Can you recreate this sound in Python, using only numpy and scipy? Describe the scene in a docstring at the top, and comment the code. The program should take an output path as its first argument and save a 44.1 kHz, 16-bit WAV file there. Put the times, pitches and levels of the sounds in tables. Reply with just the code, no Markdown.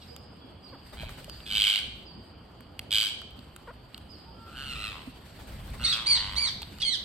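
"""A town hums under a lumpy draught; a brief falling croak, far chirps and beak cracks follow, then parakeets.
Squawks are bursts of throat-coloured partials and breath; whistles and croaks are gliding, blurred tones.
Cracks and knocks are decaying noise and sines; wings, feathers, draught and hum are patchy stereo noise.
Echoes and decaying noise tails answer for the walls; two microphone ports hear near sounds unequally."""
import sys
import numpy as np
from scipy import signal
from scipy.fft import rfft, irfft, next_fast_len
from scipy.io import wavfile
from scipy.ndimage import uniform_filter1d, map_coordinates

SR = 44100
rng = np.random.default_rng(int(sys.argv[2]) if len(sys.argv) > 2 else 0)


def unload_audio(sound):
    """Save the sound as a 16-bit wav file, at the path given as the first command line argument."""
    columns = np.transpose(np.atleast_2d(sound))
    # keep every value between -1 and 1, then stretch to whole-number steps
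    steps = np.round(np.clip(columns, -1, 1) * 32767)
    wavfile.write(sys.argv[1], SR, steps.astype(np.int16))


N = 310464  # samples

# Gusts and wing draught: (time [s], relative level [dB])
DRAUGHT_LEVELS = [(0, -47.5), (.6, -68), (1.06, -37.5), (1.45, -46.5), (1.56, -40), (1.74, -61),
                  (1.88, -41), (2.16, -56.5), (4.41, -50), (4.78, -39.5), (5.2, -47.5), (5.43, -40.5),
                  (5.61, -38.5), (5.84, -29.5), (5.9, -41), (6.14, -40), (6.31, -41), (7.04, -50)]
# Feather rustle: (time [s], level before flutter [dB])
RUSTLE_LEVELS = [(0, -56), (.3, -70), (.62, -70.5), (.9, -61.5), (1.4, -55), (2.2, -69), (2.801, -69),
                 (3.3, -65.5), (4.3, -67), (4.6, -56.5), (5.2, -61), (5.7, -54.5), (6.7, -55.5),
                 (7.04, -58)]
# Noise spectra: (frequency [Hz], relative density [dB per Hz])
TOWN_SPECTRUM = [(35, -69), (60, 2.5), (172, -5), (228, -5.5), (495, -13), (783, -13.5), (937, -15.5),
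                 (1400, -19), (2000, -29.5), (2640, -26), (3090, -18.5), (3850, -35), (4700, -19.5),
                 (7000, -103), (15400, -120)]
DRAUGHT_SPECTRUM = [(15, -12), (30, -3.5), (55, 8), (85, -1), (125, -3.5), (250, -10.5), (450, -60)]
FEATHER_SPECTRUM = [(300, -52), (1500, 14), (4500, 13.5), (6200, -2), (8500, 11), (10300, -11.5),
                    (12500, 9), (14000, -11), (16000, -55)]
WING_AIR_SPECTRUM = [(150, 5.5), (600, 9), (1500, 2), (4000, -15)]
BREATH_SPECTRUM = [(530, -68), (900, -16), (1460, -8), (1850, -13), (2400, 1), (3600, 6), (4200, 2),
                   (4700, -9), (5400, -17), (7320, -25), (10300, -30), (12900, -15), (15000, -37)]
# Left-right likeness of noise: (frequency [Hz], correlation [-1 to 1])
STEREO_LIKENESS = [(30, 1), (60, 0.97), (150, 1), (380, 0.73), (950, 0.37), (2400, 0.63), (6000, 0),
                   (15000, 0.22)]

# A falling croak, then whistled screams: ((roughness [rad], throb [dB]),
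#   (odd partials [dB], left-right [dB]), rows of (time [s], pitch [Hz], level [dB]))
CROAK_AND_WHISTLES = [ ((0, 0), (0.93, -1), [(.002, 636, -67), (.025, 553, -49.5), (.055, 528, -71)]),
                      ((.24, 3), (-6, 0), [(5.83, 1473, -33), (5.843, 2166, -27.5), (5.855, 2185, -22.5),
                      (5.863, 1846, -30), (5.88, 1875, -27.5), (5.9, 1990, -29.5), (5.92, 1850, -35.5),
                      (5.93, 1663, -26), (5.952, 1633, -36.5)]), ((.22, 3), (-14, 0), [(5.86, 2130, -40),
                      (5.9, 2250, -29), (5.912, 2010, -38), (5.922, 1930, -40), (5.93, 2190, -34),
                      (5.945, 2250, -39)]), ((.18, 2.5), (-5, 0.57), [(6.06, 1894, -22), (6.071, 2260, -22),
                      (6.087, 2420, -28.5), (6.093, 2356, -25), (6.1, 2260, -21), (6.122, 2241, -22),
                      (6.145, 2127, -25.5), (6.168, 1913, -28.5), (6.187, 1450, -33)]), ((.13, 2),
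                      (-1.3, -3.5), [(6.355, 1676, -35.5), (6.373, 2233, -28), (6.386, 2287, -24.5),
                      (6.4, 2320, -32), (6.415, 2351, -32), (6.44, 2264, -27.5), (6.455, 2110, -30),
                      (6.479, 1880, -32), (6.5, 1473, -34)]), ((.6, 4), (-3.1, -1.5), [(6.8, 1496, -33),
                      (6.812, 1478, -41), (6.82, 1900, -33), (6.83, 2520, -17.5)]), ((.1, 3.5), (8, 3),
                      [(6.824, 3360, -23), (6.853, 3216, -32.5), (6.864, 3085, -34), (6.93, 3170, -58)]),
                      ((.07, 1.5), (-4, -9), [(6.848, 2437, -21), (6.858, 2130, -35), (6.886, 2177, -28),
                      (6.897, 2095, -30.5), (6.905, 1996, -39), (6.928, 1976, -29.5), (6.966, 1398, -36)]),
                      ]
# Soft croaks: columns as CROAK_AND_WHISTLES
SOFT_CROAKS = [((0, 0), (0, 0), [(.72, 610, -49), (.765, 350, -52)]), ((0, 0), (0, 2), [(3.668, 680, -46),
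               (3.682, 490, -44), (3.692, 460, -44), (3.704, 510, -45), (3.72, 800, -48)])]
# Throat colours: (frequency [Hz], relative gain [dB])
WHISTLE_THROAT = [(1400, -21), (2200, -12), (3400, 0), (4600, -1), (5300, -8), (6200, -16), (7300, -25),
                  (8700, -15), (9500, -20), (10300, -46), (14000, -52)]
CROAK_THROAT = [(300, -8), (500, -1), (1300, -1), (1800, -9), (2400, -18), (4000, -36)]
SQUAWK_THROAT = [(500, -7), (1500, 3), (2300, -3.5), (3100, 3.5), (3800, -4), (4700, -5), (6500, -20),
                 (8500, -9), (10300, -23.5), (12400, -18), (15000, -55)]
ATTACK_S, RELEASE_S = 0.01, 0.0085  # whistles and croaks

# Far chirps: (time [s], first pitch [Hz], level [dB])
CHIRPS = [(.069, 5076, -50), (0.625, 4900, -49), (1.279, 4830, -47), (2.05, 4835, -49),
          (4.086, 4900, -48.5)]
CHIRP_S, CHIRP_FALL_HZ = 0.084, 587
# Faint steady notes: (time [s], pitch [Hz], length [s], level [dB])
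HOOTS = [(.1, 480, 0.046, -46), (0.403, 3340, 0.049, -56), (2.835, 3000, 0.12, -59),
         (4.33, 1350, 0.21, -53), (4.25, 906, 0.1, -55.5)]

# Beak cracks: (time [s], bright edge level [dB], relative ring [dB], relative body [dB])
CRACKS = [(0.164, -34.5, -4, -9), (1.093, -58.5, -2, 20), (1.244, -36.5, -4.5, -24),
          (1.297, -32.5, -1.5, -11.5), (1.404, -57, 17, 6), (2.607, -45.5, -44, 1), (2.7927, -28.5, 4, -37),
          (3.217, -53, 4, 11), (3.308, -51, 5.5, -12), (3.391, -48.5, 6, -6), (3.563, -34.5, -14, -5),
          (3.945, -43, 13, -28), (3.9786, -36, -0.5, -10), (6.619, -32.5, 2, -27), (6.6234, -35, 1, -18),
          (6.63, -43, 15, -2), (6.7856, -55, 14, 8)]
# Hollow beak resonances: (centre [Hz], width [Hz], relative gain [dB])
BEAK_MODES = [(2920, 410, 21), (4500, 295, 20.5)]
# Feet and nuts on the wall: (time [s], relative level [dB], ring pitch [Hz])
KNOCKS = [(0.444, -38.5, 254), (1.032, -30, 633), (1.28, -36.5, 600), (1.877, -42, 235),
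          (2.173, -37.5, 226), (2.599, -41.5, 240), (3.385, -36.5, 247), (5.073, -29, 258),
          (5.549, -38.5, 222), (6.619, -33.5, 840)]
# Flights: (first stroke [s], last stroke [s], nominal rate [strokes/s], relative level [dB],
#   growth of low part [dB/stroke], treble [dB])
FLIGHTS = [(0.923, 1.171, 11.9, -29, 0, -9.5), (5.056, 5.344, 11.1, -42.5, 2.5, -3.5),
           (5.386, 5.469, 11.6, -28, -0.5, -15), (5.512, 5.805, 13.6, -30.5, 1, -34)]

# Squawks: (rhythm rows of (time [s], bursts so far),
#   voice (half-pitch partials at start [dB], at end [dB], treble [dB], breath [dB], pitch scatter [share]),
#   rows of (time [s], first partial [dB], pitch [Hz], upper partials [dB], burst sharpness))
SQUAWKS = [ ([(.964, 0), (1.096, 15)], (3.5, 5.5, -11, -11, .015), [(.968, -60, 1585, 2, 2.5),
           (1.0, -59, 1608, 7.5, 2.5), (1.09, -67.5, 1610, 6.5, 3.7)]), ([(1.446, 0), (1.485, 4),
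           (1.601, 16), (1.779, 34), (1.843, 40)], (-5, -2.5, -4, 1.5, .03), [(1.459, -66, 1715, 19, 0.77),
           (1.51, -58.5, 1555, 17, 1), (1.56, -51.5, 1570, 19.5, 1.24), (1.625, -55, 1580, 25, 1.5),
           (1.68, -54, 1545, 22.5, 0.71), (1.79, -54.5, 1534, 16, 2.2), (1.84, -68, 1550, 1, 1.2)]),
           ([(2.8995, 0), (2.956, 6), (3.049, 16), (3.098, 21), (3.118, 23)], (-6, -4, -1, -1, .025),
           [(2.904, -66, 1634, 21, 2.1), (2.92, -54.5, 1590, 21, 2.1), (2.96, -49, 1602, 19.5, 1.4),
           (3.03, -53, 1561, 21.5, 2), (3.1, -59, 1562, 17, 3.7), (3.108, -75, 1570, 18, 1.4)]),
           ([(4.459, 0), (4.504, 6), (4.556, 14), (4.58, 17), (4.689, 32), (4.765, 42), (4.803, 46),
           (4.899, 56), (4.931, 59), (5.044, 68)], (-15, -7.5, -5.5, -8, .025),
           [(4.465, -57, 1332, -9, 0.94), (4.548, -55.5, 1421, -5, 0.94), (4.566, -48.5, 1475, 2, 1.9),
           (4.645, -51, 1447, 4.5, 2.4), (4.7, -54.5, 1373, 11.5, 0.63), (4.765, -52.5, 1311, 6.5, 0.67),
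           (4.84, -49, 1366, 8.5, 1.15), (4.91, -51.5, 1240, 6, 2.3), (4.955, -49.5, 1095, -8, 6.2),
           (5.032, -57, 1038, -3, 3), (5.043, -83, 1014, -12, 2.5)]), ([(5.791, 0), (5.894, 13),
           (5.998, 25), (6.103, 37), (6.206, 47), (6.324, 59), (6.441, 70), (6.521, 77)],
           (-9.5, -9, -5, -11, .02), [(5.795, -48, 1352, -5, 5.1), (5.81, -51, 1415, 5, 0.88),
           (5.967, -45, 1335, 4.5, 4.9), (6.06, -50, 1060, -3.5, 4.8), (6.195, -46.5, 998.5, 2, 2.3),
           (6.49, -49.5, 1090, -5, 5.9), (6.515, -77, 990, -1, 1.3)]), ]
BURST_JITTER_CYCLES, BURST_SCATTER_DB, BURST_SKEW = .05, 1.4, .5  # skew 0-1: rise faster than fall
TONE_BLUR_RAD, BURST_GLIDE = 0.1, .03  # blur of first partial; pitch fall across a burst [share]

# Wall decay: (frequency [Hz], t60 before scaling [s])
WALL_DECAY = [(300, 0.34), (3000, 0.62), (6000, 0.54), (12000, 0.26)]
# Near sounds at the ports: (frequency [Hz], left-right [dB])
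PORT_LEVEL = [(60, -1), (150, 4), (380, -6.5), (950, 3), (2380, -2.5), (5980, -3.5), (15000, 3)]
# Near sounds at the ports: (frequency [Hz], left lead [rad])
PORT_LEAD = [(1, 7.5), (700, -1.05), (2400, 1.5), (4200, -1.8), (5200, -1.5), (6800, -1.5), (9700, 2),
             (13400, 8), (16300, 10.5)]
SCREAM_ECHO_DB, SQUAWK_ECHO_DB = -3.5, -8
WALL_TOP_HZ, TOP_HZ = 9500, 16300


def amp(db):
    """Decibels to amplitude."""
    return 10 ** (np.asarray(db) / 20)


def unit(x):
    """Scale to rms 1."""
    return x / np.sqrt(np.mean(x ** 2) + 1e-20)


def along(points, hz):
    """Interpolate (Hz, value) points on a log axis."""
    f, v = np.transpose(points)
    return np.interp(np.log(hz + 1), np.log(f + 1), v)


def curves(rows):
    """First sample of a table, and one value per sample for each column."""
    s, *cols = np.transpose(rows)
    n = np.arange(round(s[0] * SR), min(round(s[-1] * SR), N + SR))
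    return n[0], [np.interp(n / SR, s, c) for c in cols]


def wobble(rate_hz, size=N):
    """Smooth random curve, rate_hz knots a second."""
    knots = rng.standard_normal(int(size * rate_hz / SR) + 4)
    return map_coordinates(knots, [np.arange(size) * rate_hz / SR])


def filtered(x, response):
    """Apply a complex response of frequency."""
    m = next_fast_len(x.shape[-1] + 8192)
    spectrum = rfft(x, m) * response(np.fft.rfftfreq(m, 1 / SR))
    return irfft(spectrum, m)[..., :x.shape[-1]]


def add(track, first, x):
    """Mix x into track from sample first."""
    track[..., first:first + x.shape[-1]] += x


def rush(spectrum, patchy_db):
    """Stereo noise of rms 1, with random gain patches and partly shared channels."""
    z = signal.stft(rng.standard_normal((2, N)), nperseg=512)[2]
    field = uniform_filter1d(rng.standard_normal(z.shape[1:]), size=5, axis=0)
    field = uniform_filter1d(field, size=10, axis=1)
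    pair = signal.istft(z * amp(patchy_db * unit(field)), nperseg=512)[1][:, :N]

    def mid_side(hz):
        turn = np.arccos(np.clip(along(STEREO_LIKENESS, hz), -1, 1)) / 2
        return amp(along(spectrum, hz)) * [np.cos(turn), np.sin(turn)]

    mid, side = filtered(pair, mid_side)
    return unit(np.array([mid + side, mid - side]))


def stack(hz, gains, blur_rad, blur_rate_hz):
    """Harmonics of a pitch whose phases wander, more so the higher they are."""
    k = np.arange(1, len(gains) + 1)[:, None]
    drift = np.array([wobble(blur_rate_hz, size=len(hz)) for _ in gains])
    wander = blur_rad * k * np.sqrt(k) * drift
    start = rng.uniform(0, 2 * np.pi, k.shape)
    phase = k * 2 * np.pi * np.cumsum(hz) / SR + start + wander
    return np.sum(gains * np.sin(phase), axis=0) * np.sqrt(2)


def background():
    """Town hum, lumpy low draught and the rustle of the flock, each shaped noise."""
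    t = np.arange(N) / SR
    draught_db = np.interp(t, *np.transpose(DRAUGHT_LEVELS))
    rustle_db = np.interp(t, *np.transpose(RUSTLE_LEVELS))
    hum = amp(-50.0 + 0.41 * wobble(1.813)) * rush(TOWN_SPECTRUM, patchy_db=1.5)
    flutter_db = 2.2 * wobble(14) + 1.5 * wobble(60)
    rustle = amp(rustle_db + flutter_db) * rush(FEATHER_SPECTRUM, patchy_db=2.5)
    draught = amp(draught_db - 5.5 + 2.2 * wobble(11)) * rush(DRAUGHT_SPECTRUM, patchy_db=1.3)
    return hum * amp([[-.6], [.6]]) + rustle + draught  # hum leans right


def croaks_and_whistles(calls, throat, breath_db):
    """Throat-coloured partials; rough calls smear and carry breath, and throb has its own depth."""
    out = np.zeros((2, N + SR))
    for (rough_rad, throb_db), (odd_db, pan_db), rows in calls:
        first, (hz, db) = curves(rows)
        t = np.arange(len(hz)) / SR
        shape = np.minimum(1, np.minimum(t / ATTACK_S, t[::-1] / RELEASE_S)) * amp(db)
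        k = np.arange(1, 11)[:, None]
        gains = amp(along(throat, k * hz) + odd_db * (k % 2)) * (k * hz < TOP_HZ)
        gains = gains / np.sqrt(np.sum(gains ** 2, axis=0))
        unsteady_hz = hz * (1 + .002 * wobble(150, size=len(hz)))
        tone = stack(unsteady_hz, gains, blur_rad=rough_rad, blur_rate_hz=350)
        hiss = unit(filtered(rng.standard_normal(len(hz)), lambda f: amp(along(throat, f))))
        throb = amp(throb_db * (np.sin(2 * np.pi * 115 * t) + .7 * wobble(200, size=len(hz))))
        voice = (tone + rough_rad * amp(breath_db) * hiss) * shape * throb
        add(out, first, voice * amp([[pan_db / 2], [-pan_db / 2]]))
    return out[:, :N]


def far_chirps_and_horns():
    """Sine notes that hold, like a far horn, or waver and slide down like far chirps; the walls carry them
    here."""
    out = np.zeros(N + SR)
    notes = [(s, hz, CHIRP_FALL_HZ, CHIRP_S, db) for s, hz, db in CHIRPS]
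    notes += [(s, hz, 0, length_s, db) for s, hz, length_s, db in HOOTS]
    for s, first_hz, fall_hz, length_s, db in notes:
        u = np.linspace(0, 1, round(length_s * SR))
        hz = first_hz - fall_hz * u ** 2.5 + .25 * fall_hz * wobble(120, size=len(u))
        swell = amp(db) * np.sin(np.pi * u ** 0.78)
        add(out, round(s * SR), swell * np.sin(2 * np.pi * np.cumsum(hz) / SR))
    return out[:N]


def resonance(f, centre_hz, width_hz):
    """Band-pass response of one damped resonance."""
    return 1j * f * width_hz / (centre_hz ** 2 - f * f + 1j * f * width_hz)


def cracks():
    """Noise falling 60 dB in 10 ms excites a bright edge, the hollow beak and the nut's low body."""
    out, t = np.zeros(N + SR), np.arange(SR // 40) / SR

    def edge(f):
        return resonance(f, 8800, 6000)

    def ring(f):  # modes alternate in sign
        return sum((-1) ** k * amp(db) * resonance(f, centre_hz, width_hz)
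                   for k, (centre_hz, width_hz, db) in enumerate(BEAK_MODES))

    def body(f):
        return resonance(f, 1350, 600)

    for s, db, ring_db, body_db in CRACKS:
        snap = amp(-60 * t / 0.01) * rng.standard_normal(len(t))
        for colour, part_db in ((edge, 0), (ring, ring_db + 3.5), (body, body_db + 7.0)):
            part = filtered(snap, colour)
            add(out, round(s * SR), amp(db + part_db) * part / np.abs(part).max())
    return out[:N]


def knocks():
    """A dull 550 Hz tap, then a soft ring falling 60 dB in fifteen cycles."""
    out, t = np.zeros(N + SR), np.arange(SR // 8) / SR
    for s, db, hz in KNOCKS:
        tap = amp(db - 8.0 - 60 * t / 0.011) * np.sin(2 * np.pi * 550 * t)
        onset = 1 - np.exp(-t * hz / 1.75)
        ring = amp(db + 6.0 - 60 * t * hz / 15) * onset * np.sin(2 * np.pi * hz * t)
        add(out, round(s * SR), tap + ring)
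    return out[:N]


def wings():
    """Each stroke is a swish of air and feathers that rises and falls in some 40 ms."""
    low, high = np.zeros(N + SR), np.zeros(N + SR)
    u = np.arange(SR // 8) / SR / 0.017  # time over the 17 ms rise
    swish = u * np.exp(1 - u)
    for first_s, last_s, rate_hz, db, growth_db, treble_db in FLIGHTS:
        strokes_s = np.linspace(first_s, last_s, round((last_s - first_s) * rate_hz) + 1)
        for k, s in enumerate(strokes_s):
            add(low, round(s * SR), amp(db + growth_db * k - 20.5) * swish)
            add(high, round(s * SR), amp(db - 13.5 + treble_db) * swish)
    air = low[:N] * rush(WING_AIR_SPECTRUM, patchy_db=3)
    return air + high[:N] * rush(FEATHER_SPECTRUM, patchy_db=3)


def squawks():
    """The syrinx sounds in bursts of a few ms; half-pitch partials and breath make it harsh."""
    out = np.zeros(N + SR)
    for rhythm, (half_db, half_end_db, treble_db, breath_db, scatter), rows in SQUAWKS:
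        first, (db, hz, upper_db, sharp) = curves(rows)
        count = np.interp((first + np.arange(len(hz))) / SR, *np.transpose(rhythm))
        cycle = count + .5 + BURST_JITTER_CYCLES * wobble(60, size=len(hz))
        draws = rng.standard_normal((int(cycle.max()) + 1, 2))  # one pair per burst
        size, detune = draws[cycle.astype(int)].T
        sharp = np.abs(sharp)
        dip = np.cos(2 * np.pi * cycle) + 1
        pulse = np.exp(-sharp * (np.cos(2 * np.pi * cycle - BURST_SKEW * dip) + 1))
        # sharper bursts are raised to offset their shortness
        burst = pulse * (1 + 4 * np.pi * sharp) ** .25 * amp(BURST_SCATTER_DB * size)
        half_hz = hz / 2 * (1 + scatter * detune + BURST_GLIDE * np.sin(2 * np.pi * cycle))

        def lift_db(f):  # treble shelf, 4300-4800 Hz
            return treble_db * np.clip(f / 500 - 8.6, 0, 1)

        k = np.arange(1, 19)[:, None]  # multiples of half the pitch
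        level_db = along(SQUAWK_THROAT, k * half_hz) + lift_db(k * half_hz) + upper_db * (k > 2)
        level_db = level_db + np.linspace(half_db, half_end_db, len(hz)) * (k % 2)
        tone = stack(half_hz, amp(level_db), blur_rad=TONE_BLUR_RAD, blur_rate_hz=300)
        noise = burst * rng.standard_normal(len(hz))
        hiss = unit(filtered(noise, lambda f: amp(along(BREATH_SPECTRUM, f) + lift_db(f))))
        add(out, first, amp(db) * (burst * tone + amp(upper_db + breath_db) * hiss))
    return out[:N]


def walls(x, gap_s, echoes, longer):
    """Single echoes (time [s], level [dB]) and a tail where each frequency dies at its own speed."""
    hz, t, z = signal.stft(rng.standard_normal((2, SR)), SR, nperseg=256)
    decay = amp(-60 * t / longer / along(WALL_DECAY, hz)[:, None])
    tail = signal.istft(z * decay, SR, nperseg=256)[1]
    tail = np.pad(tail / np.linalg.norm(tail[0]), ((0, 0), (round(gap_s * SR), 0)))
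    for side, (s, db) in enumerate(echoes):
        tail[side % 2, round(s * SR)] += amp(db)
    return signal.fftconvolve(x[None], tail, axes=1)[:, :N]


def ports(x):
    """Two microphone ports hear a near source with their own level and phase."""
    def response(f):
        level = amp(np.outer([.5, -.5], along(PORT_LEVEL, f)))
        return level * np.exp(1j * np.outer([.5, -.5], along(PORT_LEAD, f)))

    return filtered(x, response)


def scene():
    """Near sounds through the ports, wall answers, far chirps and horn notes, wings and background."""
    harsh = squawks()
    small = cracks() + knocks()
    clear = croaks_and_whistles(CROAK_AND_WHISTLES, WHISTLE_THROAT, breath_db=-3)
    soft_croaks = croaks_and_whistles(SOFT_CROAKS, CROAK_THROAT, breath_db=-13)
    # rough walls return little treble
    dull = filtered(clear.mean(axis=0), lambda f: 1 / (1 + (f / WALL_TOP_HZ) ** 4))
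    harsh_answer = walls(harsh + amp(-10) * small, .019, [(.0185, -9), (.02, -9)], longer=1.13)
    scream_answer = walls(dull, 0.0055, [(.014, -8.5), (.015, -3)], longer=0.87)
    answer = amp(SQUAWK_ECHO_DB) * harsh_answer + amp(SCREAM_ECHO_DB) * scream_answer
    far = walls(far_chirps_and_horns(), 0.004, [(.001, -9.5), (.002, 3)], longer=2.7)
    return ports(harsh + small + clear) + soft_croaks + answer + far + wings() + background()


def record(dry):
    """The phone keeps nothing above its band limit."""
    return filtered(dry, lambda hz: hz < TOP_HZ)


dry = scene()
out = record(dry)
unload_audio(out)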